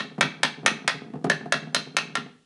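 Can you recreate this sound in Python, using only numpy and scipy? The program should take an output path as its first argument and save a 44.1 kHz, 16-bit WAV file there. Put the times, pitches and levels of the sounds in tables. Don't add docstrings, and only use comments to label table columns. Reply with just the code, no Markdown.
import sys
import numpy as np
from scipy import signal
from scipy.fft import rfft, irfft
from scipy.io import wavfile
from scipy.ndimage import uniform_filter1d

SR = 44100
rng = np.random.default_rng(int(sys.argv[2]) if len(sys.argv) > 2 else 0)


def field_ratio(decibels):
    return 10 ** (np.asarray(decibels, dtype=float) / 20)


def to_wav(sig):
    pcm = np.clip(np.atleast_2d(sig), -1, 1) * 32767
    pcm = np.round(pcm).astype(np.int16)
    wavfile.write(sys.argv[1], SR, pcm.T)


N = 108045
LEAD = 2048

# freq_hz [Hz], level_db [dB], t60_s [s]
BENCH_MODES = [(112, -17, 0.046), (160, -6, 0.094), (216, -2, 0.098), (260.4, 6, 0.04), (321, -8.5, 0.058),
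               (400.7, -1, 0.065), (433, 6.5, 0.021), (618, -11.5, 0.042), (702, 7, 0.036),
               (867, -8, 0.017), (1130, 7.5, 0.0051)]


def evened(x):
    return x / np.sqrt(np.mean(x ** 2) + 1e-20)


def read(points, hz):
    f, value = np.transpose(points)
    return np.interp(np.log(hz + 1), np.log(f + 1), value)


def colour(x, points):
    n = x.shape[-1]
    gain_db = read(points, np.fft.rfftfreq(n, 1 / SR))
    return irfft(rfft(x) * field_ratio(gain_db), n)


def flattened(x, size):
    z = rfft(x)
    power = uniform_filter1d(abs(z) ** 2, size=size)
    return irfft(z / np.sqrt(power + 1e-12), len(x))


def highpass(x, order, cut_hz):
    return signal.sosfilt(signal.butter(order, cut_hz, "high", fs=SR, output="sos"), x)


def ring(hz, db, t60_s, t):
    decay = field_ratio(db[:, None] - 60 * t / t60_s[:, None])
    return (decay * np.sin(2 * np.pi * hz[:, None] * t)).sum(0)


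def add(mix, start_s, sound):
    part = mix[round(start_s * SR) + LEAD:][:len(sound)]
    part += sound[:len(part)]


def tap(force_db, low_db, tilt_db, ring_hz, ring_db, upper_hz, upper_db):
    # freq_hz [Hz], level_db [dB], t60_s [s]
    frame_modes = [(707, 1, 0.0094), (1000, -23, 0.0083), (1480, -13, 0.024), (1840, 3.5, 0.0095),
                   (2207, -3.5, 0.011), (2619, 0.5, 0.0056), (3257, -2.5, 0.0064), (3700, -2.5, 0.0045),
                   (4197, -7, 0.0031), (5320, 5, 0.0017), (6260, -12.5, 0.011), (7030, -16, 0.001),
                   (8170, -5, 0.0019), (10700, -15.5, 0.0063)]
    chatter_s, contacts_per_s = 0.0047, 5000
    ring_t60_s, upper_t60_s = 0.028, 0.011
    t = np.arange(4096) / SR

    hz, db, t60_s = np.transpose(frame_modes)
    level_chance, pitch_chance = rng.standard_normal((2, len(hz)))
    db = db + tilt_db * np.log2(hz / 2000) + low_db * (hz < 1200) + 2.07 * level_chance
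    hz = hz * (1 + 0.023 * pitch_chance)
    body = ring(np.append(hz, [ring_hz, upper_hz]), np.append(db, [ring_db, upper_db]),
                np.append(t60_s, [ring_t60_s, upper_t60_s]), t)
    body = highpass(body, 3, 557)

    u = t / chatter_s
    shape = np.minimum(u * 8, 1) * np.exp(-u ** 2)
    contacts = rng.standard_normal(4096) * (rng.random(4096) < contacts_per_s / SR)
    hits = flattened(contacts * shape, size=15) * np.exp(-(u / 2) ** 4)
    return field_ratio(force_db - 15) * evened(signal.fftconvolve(hits, body)[:4096])


def hammering():
    # start_s [s], force_db [dB], low_wood_db [dB], tilt_db [dB per octave], ring_hz [Hz]
    tap_events = [
        (.209, -9, -9.5, 0.5, 1000),
        (0.4318, -10.5, -14.5, 1.5, 1004),
        (0.6609, -8, -1, 2.5, 1480),
        (0.877, -11.5, -2.5, 1, 2066),
        (1.298, -10.5, 10, 2.5, 1757),
        (1.5225, -11, 4, 2.5, 1674),
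        (1.746, -12, 7, 5.5, 1640),
        (1.967, -12, -8.5, 5, 1840),
        (2.153, -17, -11, -1.5, 1390),
    ]
    # force_db [dB], low_wood_db [dB], tilt_db [dB per octave], ring_hz [Hz]
    earlier_tap = (-17.5, -7.5, 0, 1297)
    # ring_db [dB], upper_hz [Hz], upper_db [dB]
    joint_spots = [(-9, 3800, -10), (-10.5, 1600, -3), (-8, 2400, -9.5), (-13, 2600, -7.5), (-9, 2670, -8),
                   (6.5, 3000, -18.5), (0, 3360, -19), (-6.5, 4110, 2.5), (-10.5, 2600, 2.5),
                   (-6.5, 2850, -7.5)]
    track = np.zeros(N + LEAD)
    for (start_s, *strike), spot in zip([(-.013, *earlier_tap), *tap_events], joint_spots):
        add(track, start_s, tap(*strike, *spot))
    return track


def rumble():
    bumps_per_s, end_s, level_db = 200, 2.14, -46.5
    n = N + LEAD
    bumps = (rng.random(n) < bumps_per_s / SR) * rng.standard_normal(n) * field_ratio(3 * rng.exponential(1, n))
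    hz, db, t60_s = np.transpose(BENCH_MODES)
    body = ring(hz, db - 6 * np.log2(hz / 200), t60_s, np.arange(8192) / SR)
    late_s = np.maximum((np.arange(n) - LEAD) / SR - end_s, 0)
    busy = field_ratio(-80 * late_s)
    return field_ratio(level_db) * evened(signal.fftconvolve(bumps * busy, body)[:n])


def knock(force_db, hard_hz, near_hz):
    push_s, rise_s, nearest_db = 0.01, 0.0013, 6
    t = np.arange(8192) / SR
    hz, db, t60_s = np.transpose(BENCH_MODES)
    softness_db = 10 * np.log10(1 + (hz / hard_hz) ** 3)
    nearness = np.exp(-(np.log2(hz / near_hz) / 0.13) ** 2)
    body = ring(hz, db - softness_db + nearest_db * nearness, t60_s, t)

    fade = np.exp(-t[:2048] / push_s)
    push = flattened(rng.standard_normal(2048) * fade, size=3)
    push = evened(push * np.sqrt(fade) * (1 - np.exp(-t[:2048] / rise_s))) / 4

    sound = evened(signal.fftconvolve(push, body)[:8192]) / 2.41
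    grit_db = -11 + 57 * np.log10(hard_hz / 1500)
    sound[:2048] += field_ratio(grit_db) * signal.lfilter([1], [1, -.85], push)
    return field_ratio(force_db - 6) * sound


def rocking():
    # start_s [s], force_db [dB], hardness_hz [Hz], near_mode_hz [Hz] (bench mode nearest the contact)
    knock_events = [(.005, -35.5, 505, 204), (.04, -38, 500, 201), (0.111, -41.5, 500, 171),
                    (0.18, -24, 923, 230), (.225, -29.5, 500, 203), (0.244, -30.5, 490, 258),
                    (.40, -41.5, 400, 201), (0.443, -29, 404, 250), (0.573, -42, 400, 176),
                    (.633, -34.5, 774, 203), (.675, -31, 500, 430), (0.713, -28.5, 491, 252),
                    (0.842, -35, 407, 170), (0.941, -33, 400, 247), (1.042, -42, 500, 216),
                    (1.135, -29, 800, 192), (1.154, -32, 590, 198), (1.242, -19, 1570, 176),
                    (1.266, -22, 505, 186), (1.303, -27.5, 800, 160), (1.359, -40.5, 400, 172),
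                    (1.408, -32.5, 500, 198), (1.457, -30, 1100, 700), (1.542, -29.5, 600, 190),
                    (1.622, -35, 400, 160), (1.669, -35.5, 594, 193), (1.761, -31.5, 500, 248),
                    (1.87, -36.5, 487, 193), (2.175, -30, 490, 261), (2.259, -38.5, 394, 150)]
    track = rumble()
    for start_s, *contact in knock_events:
        add(track, start_s, knock(*contact))
    return track


def tail():
    # freq_hz [Hz], t60_s [s]
    shop_t60 = [(150, .4), (500, 0.6), (1500, 0.44), (3000, 0.41), (6000, 0.35), (11000, 0.24)]
    # freq_hz [Hz], level_db [dB]
    shop_tone = [(150, 10.5), (600, -4), (1500, -2), (4000, 0.5), (6500, -6.5), (8000, -11), (11000, -8)]
    near_db, near_share, rise_s = 7.5, 0.47, 0.0013
    hz, t, z = signal.stft(rng.standard_normal(SR), SR, nperseg=256)
    t60_s = read(shop_t60, hz)[:, None]
    far = field_ratio(-60 * t / t60_s)
    near = field_ratio(near_db - 60 * t / (near_share * t60_s))
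    x = signal.istft(z * np.hypot(far, near), SR, nperseg=256)[1][:SR]
    x = x * (1 - np.exp(-np.arange(SR) / SR / rise_s))
    x = colour(flattened(x, size=120), shop_tone) * (np.arange(SR) < SR - 4096)
    return x / np.linalg.norm(x)


def shop(x, wet_db, direct):
    # delay_s [s], level_db [dB]
    close_echoes = [
        (.0088, -11),
        (0.0175, -7),
        (0.02, -13),
        (0.031, -25),
    ]
    path = np.zeros(SR)
    for delay_s, level_db in close_echoes:
        path[round(delay_s * SR)] += field_ratio(level_db + wet_db + 5) * rng.choice([-1., 1.])
    path = signal.sosfilt(signal.butter(2, 4200, fs=SR, output="sos"), path)
    path = path + field_ratio(wet_db) * tail()[:SR]
    path[0] += direct
    return signal.fftconvolve(x, path)[LEAD:LEAD + N]


def shop_hush():
    # freq_hz [Hz], density_db [dB per Hz]
    hush_tone = [(15, -52), (25, -42), (173, 26), (884, -44.5), (1300, -30.5), (1670, -37.5), (2710, 4.5),
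                 (11000, -6.5), (14300, -82.5), (22000, -120)]
    return field_ratio(-51.5 - 15) * evened(colour(rng.standard_normal(N), hush_tone))


def patchy(x):
    z = signal.stft(x, nperseg=2048, noverlap=1024)[2]
    open_frames = rng.random(z.shape[1]) < .3
    bands = rng.random((z.shape[0] // 16 + 1, z.shape[1]))
    bands = np.repeat(bands, 16, axis=0)[:z.shape[0]]
    passed = bands < np.where(open_frames, .8, .1)
    return signal.istft(z * passed, nperseg=2048, noverlap=1024)[1][:N]


def side_signal(work):
    # freq_hz [Hz], level_db [dB]
    side_tone = [(60, -12), (170, -50.5), (490, -32), (1410, -35.5), (4030, -27.5), (11600, -16.5)]
    room = field_ratio(4.5) * colour(shop(work, -2, .5), side_tone)
    hiss = field_ratio(-98.5) * rng.standard_normal(N)
    return patchy(room + hiss)


def scene():
    taps, knocks = hammering(), rocking()
    mid = shop(taps, -5, 1) + shop(knocks, -10.5, 1) + shop_hush()
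    side = side_signal(taps + knocks)
    return np.array([mid + side, mid - side])


def top_cut(x):
    return signal.sosfilt(signal.butter(12, 12150, fs=SR, output="sos"), x)


def record(dry):
    x = np.tanh(highpass(dry, 4, 150))
    noise_tone = [(20, -1), (90, -2.0), (200, -33), (9000, -68)]  # (Hz, dB)
    x = x + field_ratio(-84.5) * evened(colour(rng.standard_normal(x.shape), noise_tone))
    band_limit = signal.firwin(71, 10940, window=("kaiser", 7), fs=SR)
    x = signal.oaconvolve(x, band_limit[None], "same")
    return top_cut(x)


dry = scene()
out = record(dry)
to_wav(out)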